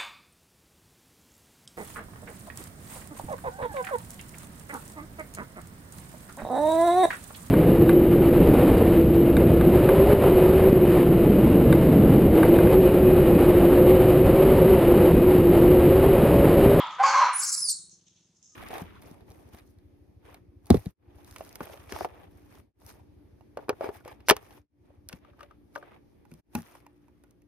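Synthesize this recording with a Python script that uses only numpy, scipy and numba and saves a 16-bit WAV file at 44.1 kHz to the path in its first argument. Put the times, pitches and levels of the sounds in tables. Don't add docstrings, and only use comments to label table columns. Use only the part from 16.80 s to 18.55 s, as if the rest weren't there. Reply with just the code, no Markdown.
import sys
import numpy as np
from scipy import signal
from scipy.io import wavfile
from scipy.ndimage import uniform_filter1d
from numba import njit

SR = 44100
rng = np.random.default_rng(int(sys.argv[2]) if len(sys.argv) > 2 else 0)


def attenuation_scalar(level_db):
    decades = np.asarray(level_db, float) / 20
    return 10 ** decades


def master_out(mix):
    frames = np.transpose(np.atleast_2d(mix))
    ceiling = np.clip(frames, -1, 1)
    pcm = np.round(ceiling * 32767).astype(np.int16)
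    wavfile.write(sys.argv[1], SR, pcm)


N = 77175

# hz, level_db_per_hz
AIR_SPECTRUM = [(30, -13), (100, -4), (250, -5.5), (500, -17), (2400, -27.5), (6400, -15), (9000, -39.5),
                (15000, -47)]
AIR_DB = -73

# hz, width_hz, level_db
EARLIER_PEAKS = [(322, 300, -27.5), (610, 120, -35.5), (960, 250, -4), (1260, 180, -6.5), (1880, 1400, -12),
                 (3440, 770, -11.5), (4670, 1600, -25), (7230, 760, -38.5)]
EARLIER_DB, EARLIER_T60_S = -31.5, 1

# hz, width_hz, level_db
EXHAUST_PIPE = [(105, 45, -7), (175, 46, 0), (345, 55, -8), (470, 70, -19)]
ENGINE_HZ, ENGINE_LATE_S = 21.8, 0.026
ENGINE_DB, ENGINE_FADE_DB_S = -71, -15

# start_s, tick_db, hiss_db, hiss_t60_s, low_share_db, swell_s
SCUFFS = [
    (0.07, -52, -87, 0.019, -40, 0.015),
    (0.108, -54, -57.5, 0.45, -18, 0.0073),
    (1.095, -49, -51, 0.36, -24, 0.02),
    (1.195, -81, -86, 0.45, 7, .011),
    (1.255, -73, -64, .7, -4.5, .015),
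    (1.33, -90, -71, .6, -0.5, .04),
    (1.42, -90, -72.5, 0.49, -26, 0.018),
    (1.548, -75, -67.5, 0.41, -42, .012),
    (1.617, -72, -90, 0.085, 4.5, .011),
    (1.627, -50, -61, 4.4, -22, .009),
]
TICK_S = 0.0013

# time_s, second_harmonic_hz, hoarse_db
BARK_FOLDS = [(0.224, 1054, -25), (0.237, 1058, -13), (0.25, 1135, -17), (0.311, 1019, -17.5),
              (0.398, 1085, -18.5), (0.412, 1170, -16), (0.428, 989.5, -14), (0.475, 989, -23),
              (0.5, 1119, -19.5)]
BARK_PERIOD_SCATTER, BARK_SIZE_SCATTER_DB = 0.08, 1.8
# hz, width_hz, level_db
THROAT = [(305, 260, -25.5), (578.2, 56, -22), (842.4, 220, -4.5), (1151.5, 350, 2.5), (1622, 830, -13),
          (2270, 830, -12), (3110, 2700, -18.5)]
INTAKE_START_S, INTAKE_DB = 0.178, -25.5
INTAKE_HZ, INTAKE_WIDTH_HZ = 1100, 705
# start_s, end_s, from_hz, to_hz, level_db
CLEAR_MOMENTS = [(.197, .226, 765, 790, -20), (.228, .262, 1030, 1135, -18),
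                 (.336, .358, 1050, 1020, -15.5), (.355, .372, 1110, 1120, -18),
                 (.373, .403, 1050, 1075, -15.5), (.416, .441, 1010, 975, -16), (.226, .37, 545, 565, -43),
                 (.36, .44, 570, 610, -42), (.24, .4, 2190, 2160, -40), (.222, .275, 2410, 2370, -41),
                 (.31, .36, 1560, 1610, -33), (.266, .31, 1440, 1570, -31), (.405, .445, 1540, 1600, -30),
                 (.262, .3, 900, 860, -27)]
# multiple, level_db
OVERTONES = [(1.47, -21), (2.02, -29.5)]

# hz, width_hz, level_db
RASP_PEAKS = [(4780, 540, 2.5), (5680, 680, -11), (6770, 1300, 1.5), (9393, 1800, -19), (12130, 5000, -43)]
# time_s, level_db
RASP_LEVEL = [(0.207, -62), (.222, -62), (.232, -36), (.25, -39), (.266, -30.5), (.3, -35.5), (.345, -36),
              (.36, -43.5), (.378, -36), (0.398, -42), (.446, -41.5), (.5, -50)]
RASP_SAG_PER_S, RASP_BRIGHTENS_DB_S = 0.66, 27.5

# low_hz, high_hz, t60_s, level_db
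TREES = [(100, 670, 0.49, -5), (753.5, 1302, 0.6, -2), (1293, 2650, 1, 0.5), (3000, 4200, .8, 1.5),
         (4214, 5400, 0.35, 7), (5450, 7600, .45, 4), (7600, 9500, 0.43, 2.5), (9500, 22000, .15, -2.5)]
ECHO_GAP_S = 0.008
ECHO_BEND_DB_S2 = -59.5
BARK_WET_DB, SQUEAL_WET_DB, LEAF_SMEAR_HZ = -6, -10.5, 1500

# time_s, breath_db, partial_db
RISE = [(0.528, -55.5, -51.5), (0.533, -50, -34), (0.541, -49.5, -36), (0.55, -46.5, -31),
        (0.56, -49.5, -29.5), (0.57, -46, -28), (0.576, -45.5, -40), (0.584, -44.5, -33.5),
        (0.602, -45, -28), (0.61, -51, -37)]
# time_s, pitch_hz
RISE_HZ = [(.527, 7900), (.533, 8400), (.544, 9950), (.55, 9560), (.568, 9700), (.577, 10150), (.59, 10100),
           (.61, 10350)]
# time_s, breath_db, partial_db, half_partial_db
FALL = [(0.756, -41.5, -45, -66), (0.776, -38, -32, -38), (0.797, -38, -33.5, -44),
        (.812, -35.5, -38.5, -53), (0.821, -53, -34, -33.5), (0.833, -50.5, -30.5, -32.5),
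        (.837, -54, -44.5, -42), (0.841, -52, -32.5, -35), (0.857, -46, -30, -33),
        (0.863, -42.5, -35, -34.5), (0.88, -42.5, -37, -36.5), (.887, -40.5, -25.5, -32),
        (.897, -28.5, -30.5, -36), (0.902, -38.5, -27.5, -27), (.912, -36.5, -26, -62.5),
        (0.921, -37, -30.5, -69), (0.934, -55.5, -30, -81)]
# time_s, pitch_hz
FALL_HZ = [(.757, 10450), (.78, 10450), (.8, 10520), (.82, 10470), (.832, 10250), (.854, 9816), (.88, 9312),
           (.894, 8980), (.906, 8720), (.915, 8150), (.93, 7050)]
WAVER, FLUTTER_DB = 0.005, 2.2
THIRD_START_S, THIRD_END_S, THIRD_DB = 0.889, 0.921, -43
RIDER_ABOVE_HZ, RIDER_DB = 3850, -28.5

# time_s, level_db, mouth_hz, upper_hz, throat_share_db
SCREAM = [(.583, -50.5, 6900, 11100, -25.5), (.597, -35.5, 7100, 10300, -25),
          (.61, -32.5, 7400, 10500, -15.5), (.63, -30, 7960, 11470, -7), (0.651, -29, 8080, 11170, -9),
          (0.659, -33.5, 6935, 11060, -7), (.674, -33, 6770, 9830, -7.5), (0.689, -29.5, 7066, 9685, -5.5),
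          (.702, -29, 6820, 9940, -6.5), (0.713, -37.5, 7610, 10780, -6.5),
          (.726, -26.5, 7500, 10640, -6.5), (.74, -28.5, 7700, 10860, -4), (.753, -29.5, 7700, 10370, -5.5),
          (.758, -41, 7600, 10460, -15.5)]
SCREAM_HZ, SCREAM_PERIOD_SCATTER, SCREAM_SIZE_SCATTER_DB = 3400, 0.4, 2.0
SCREAM_THROAT_HZ = 5150

BIRD_START_S, BIRD_HZ, BIRD_DB = 1.706, 1240, -75.5

WIDE_HZ, WIDE_DB, BASS_WIDE_DB = 6000, -1.5, -33
SQUEAL_LEAD_S = 1.3e-5
GROUND_SIDE_DB = -8.5
LOPSIDED = 0.028


def level(x, db):
    return x * attenuation_scalar(db) / np.sqrt(np.mean(x ** 2))


@njit
def svf(x, hz, width):
    y, b, l = np.empty(len(x)), 0., 0.
    for i in range(len(x)):
        g, k = np.tan(np.pi * hz[i] / SR), width / hz[i]
        v = (b + g * (x[i] - l)) / (1 + g * (g + k))
        b, l, y[i] = 2 * v - b, l + 2 * g * v, k * v
    return y


@njit
def fire(hz, stretch, size):
    out, p, k = np.zeros(len(hz) + 1), 0., 0
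    for i in range(len(hz)):
        step = hz[i] * stretch[k] / SR
        p += step
        if p >= 1:
            p, k = p - 1, k + 1
            out[i] += size[k] * p / step
            out[i + 1] += size[k] * (1 - p / step)
    return out[:-1]


def pulses(hz, scatter, scatter_db):
    period, size = rng.standard_normal((N // 4, 2)).T
    return fire(hz + np.zeros(N), np.clip(1 + scatter * period, 0.3, 3), attenuation_scalar(scatter_db * size))


def band(x, hz, width):
    hz = np.clip(hz + np.zeros(N), 20, 0.45 * SR)
    return svf(svf(x, hz, 1. * width), hz, 1. * width)


def body(x, peaks):
    out = 0
    for k, (hz, width, db) in enumerate(peaks):
        out = out + (-1) ** k * level(band(x, hz, width), db)
    return level(out, 0)


def walk(rate):
    k = int(SR / rate)
    steps = np.repeat(rng.standard_normal(N // k + 1), k)
    return 1.1 * uniform_filter1d(uniform_filter1d(steps, k), k)[:N]


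def col(t, rows, order):
    rows = np.array(rows)
    return np.interp(t, rows[:, 0], rows[:, order])


def gate(t, start, end, edge):
    return np.clip((t - start) / edge, 0, 1) * np.clip((end - t) / edge, 0, 1)


def sine(hz):
    return 2 * np.pi * np.cumsum(hz) / SR


def spread(mid, side):
    treble = signal.lfilter(*signal.butter(1, WIDE_HZ, "high", fs=SR), side)
    side = attenuation_scalar(WIDE_DB) * treble + attenuation_scalar(BASS_WIDE_DB) * side
    return np.array([mid + side, mid - side])


def diffuse(shape):
    return spread(shape(rng.standard_normal(N)), shape(rng.standard_normal(N)))


def air():
    spectrum_hz, spectrum_db = np.array(AIR_SPECTRUM).T
    out = 0
    for hz in 40 * 2 ** np.arange(0, 8.6, 0.5):
        db = np.interp(np.log(hz), np.log(spectrum_hz), spectrum_db) + 0.4 * walk(3.4)
        out = out + attenuation_scalar(db) * diffuse(lambda n: band(n, hz, hz / 2))
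    return level(out, AIR_DB)


def earlier_echo(t):
    decay = attenuation_scalar(EARLIER_DB - 1.5 - 60 * t / EARLIER_T60_S) + attenuation_scalar(-38.5 - 60 * t / 0.31)
    return diffuse(lambda n: body(n, EARLIER_PEAKS) * decay)


def engine(t):
    firing = np.roll(pulses(ENGINE_HZ, 0.004, 1.8), int(ENGINE_LATE_S * SR))
    return body(firing, EXHAUST_PIPE) * attenuation_scalar(ENGINE_DB + ENGINE_FADE_DB_S * np.maximum(t - 1.3, 0))


def scuffs(t):
    high, low = 0, 0
    for start, tick_db, hiss_db, t60, low_db, swell in SCUFFS:
        age = np.maximum(t - start, 0)
        tick = attenuation_scalar(tick_db) * (age / TICK_S) ** 2 * np.exp(2 - 2 * age / TICK_S)
        hiss = attenuation_scalar(hiss_db - 60 * age / t60) * np.clip(age / swell, 0, 1) ** 2
        high = high + tick + hiss
        low = low + (tick + hiss) * attenuation_scalar(low_db)
    grit = attenuation_scalar(2.0 * walk(310))
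    peaks = [(5300, 900, -6.5), (6410, 1300, 2.5), (7700, 1200, -16)]
    return diffuse(lambda n: high * body(n * grit, peaks) + low * level(band(n * grit, 3400, 1800), 0))


def bark(t):
    start, end = BARK_FOLDS[0][0], BARK_FOLDS[-1][0]
    folds = pulses(col(t, BARK_FOLDS, order=1) / 2, BARK_PERIOD_SCATTER, BARK_SIZE_SCATTER_DB)
    effort = attenuation_scalar(col(t, BARK_FOLDS, order=2) - 4.0) * gate(t, start, end, 0.0083)
    intake = level(band(folds, INTAKE_HZ, INTAKE_WIDTH_HZ), INTAKE_DB - 1.35)
    intake = intake * gate(t, INTAKE_START_S, start + 0.02, 0.025)
    return body(folds, THROAT) * effort + intake + rasp(t, folds) + clear_voice(t)


def rasp(t, folds):
    noise = uniform_filter1d(folds, size=70) * rng.standard_normal(N)
    sag = 1 - RASP_SAG_PER_S * np.clip(t - RASP_LEVEL[2][0], 0, 0.25)
    x = 0
    for k, (hz, width, db) in enumerate(RASP_PEAKS):
        brighten_db = (k > 2) * RASP_BRIGHTENS_DB_S * (t - 3.5)
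        x = x + (-1) ** k * level(band(noise, hz * sag, width), db) * attenuation_scalar(2.2 * walk(45) + brighten_db)
    on = gate(t, RASP_LEVEL[0][0], RASP_LEVEL[-1][0], 0.008)
    return level(x, 0) * attenuation_scalar(col(t, RASP_LEVEL, order=1)) * on


def clear_voice(t):
    out = 0
    for start, end, from_hz, to_hz, db in CLEAR_MOMENTS:
        phase = sine(np.interp(t, [start, end], [from_hz, to_hz]) * (1 + 0.012 * walk(149.5)))
        tone = np.sin(phase)
        for multiple, overtone_db in OVERTONES:
            tone = tone + attenuation_scalar(overtone_db + 4.4 * walk(150)) * np.sin(multiple * phase)
        on = gate(t, start - 0.004, end + 0.0035, 0.011)
        out = out + attenuation_scalar(db + 1.4 * walk(100)) * np.sqrt(2) * on * tone
    return out


def trees(x):
    t = np.arange(SR) / SR
    echoes = []
    for noise in rng.standard_normal((2, SR)):
        tail = 0
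        for low, high, t60, db in TREES:
            sos = signal.butter(3, [low, high], "band", fs=SR, output="sos")
            tail = tail + signal.sosfilt(sos, noise) * attenuation_scalar(db - 60 * t / t60 + ECHO_BEND_DB_S2 * t ** 2)
        tail = tail * np.clip(t / ECHO_GAP_S, 0, 1)
        echoes.append(signal.fftconvolve(x, tail / np.sqrt(np.sum(tail ** 2)))[:N])
    return spread(*echoes)


def muffle(x):
    return level(signal.sosfilt(signal.butter(4, [4300, 11500], "band", fs=SR, output="sos"), x), 0)


def whistle(t, pitch, rows, multiples):
    hz = col(t, pitch, order=1) * (1 + WAVER * walk(300))
    phase = sine(hz)
    tone = 0
    for k, multiple in enumerate(multiples):
        flutter_db = (FLUTTER_DB + 2.3 * k) * walk(170 + 250 * k)
        tone = tone + attenuation_scalar(col(t, rows, order=2 + k) + flutter_db) * np.sin(multiple * phase)
    third_on = gate(t, THIRD_START_S, THIRD_END_S, 0.008)
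    tone = tone + attenuation_scalar(THIRD_DB + 2.5 * walk(200)) * third_on * np.sin(1.5 * phase)
    noise = rng.standard_normal(N)
    breath = muffle(band(noise, hz * 0.7, 5800)) * attenuation_scalar(col(t, rows, order=1) + 1.9 * walk(120))
    rider = level(band(noise, hz + RIDER_ABOVE_HZ, 500), RIDER_DB + np.median(np.array(rows)[:, 2]))
    return (tone * np.sqrt(2) + breath + rider) * gate(t, rows[0][0], rows[-1][0], 0.004)


def scream(t):
    folds = pulses(SCREAM_HZ, SCREAM_PERIOD_SCATTER, SCREAM_SIZE_SCATTER_DB)

    def ring(hz, width, db):
        return level(band(folds, hz, width), db) * attenuation_scalar(1.8 * walk(180))

    upper_hz = col(t, SCREAM, order=3)
    mouth = ring(col(t, SCREAM, order=2), 2200, 0)
    upper = ring(upper_hz, 1700, -7) + ring(upper_hz, 450, -14.5)
    throat = ring(SCREAM_THROAT_HZ, 1700, 0) * attenuation_scalar(col(t, SCREAM, order=4))
    x = muffle(mouth - upper - throat) + ring(15500, 4000, -28.0) + ring(14300, 900, -29)
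    return x * attenuation_scalar(col(t, SCREAM, order=1)) * gate(t, SCREAM[0][0], SCREAM[-1][0], 0.0045)


def far_bird(t):
    on = gate(t, BIRD_START_S, 9, 0.02)
    return attenuation_scalar(BIRD_DB + 4.1 * walk(41)) * on * np.sin(2 * np.pi * BIRD_HZ * t)


def scene():
    t = np.arange(N) / SR
    adult = bark(t)
    young = whistle(t, RISE_HZ, RISE, [1]) + whistle(t, FALL_HZ, FALL, [1, 0.5]) + scream(t)
    treble = signal.butter(4, 3600, "high", fs=SR, output="sos")
    leaf_smeared = signal.sosfilt(treble, young * walk(LEAF_SMEAR_HZ))
    echo = trees(attenuation_scalar(BARK_WET_DB) * adult + attenuation_scalar(SQUEAL_WET_DB) * leaf_smeared)
    young_side = np.gradient(young) * SQUEAL_LEAD_S * SR / 2 + attenuation_scalar(GROUND_SIDE_DB) * young * walk(500)
    calls = attenuation_scalar(-1.5) * adult + young + young_side * np.array([[1], [-1]]) + echo
    return calls + earlier_echo(t) + engine(t) + far_bird(t) + air() + scuffs(t)


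def low_pass(x):
    return signal.sosfilt(signal.butter(12, 15700, fs=SR, output="sos"), x)


def record(dry):
    bent = dry + LOPSIDED * signal.lfilter(*signal.butter(1, 15, "high", fs=SR), dry ** 2)
    return low_pass(bent)


dry = scene()
out = record(dry)
master_out(out)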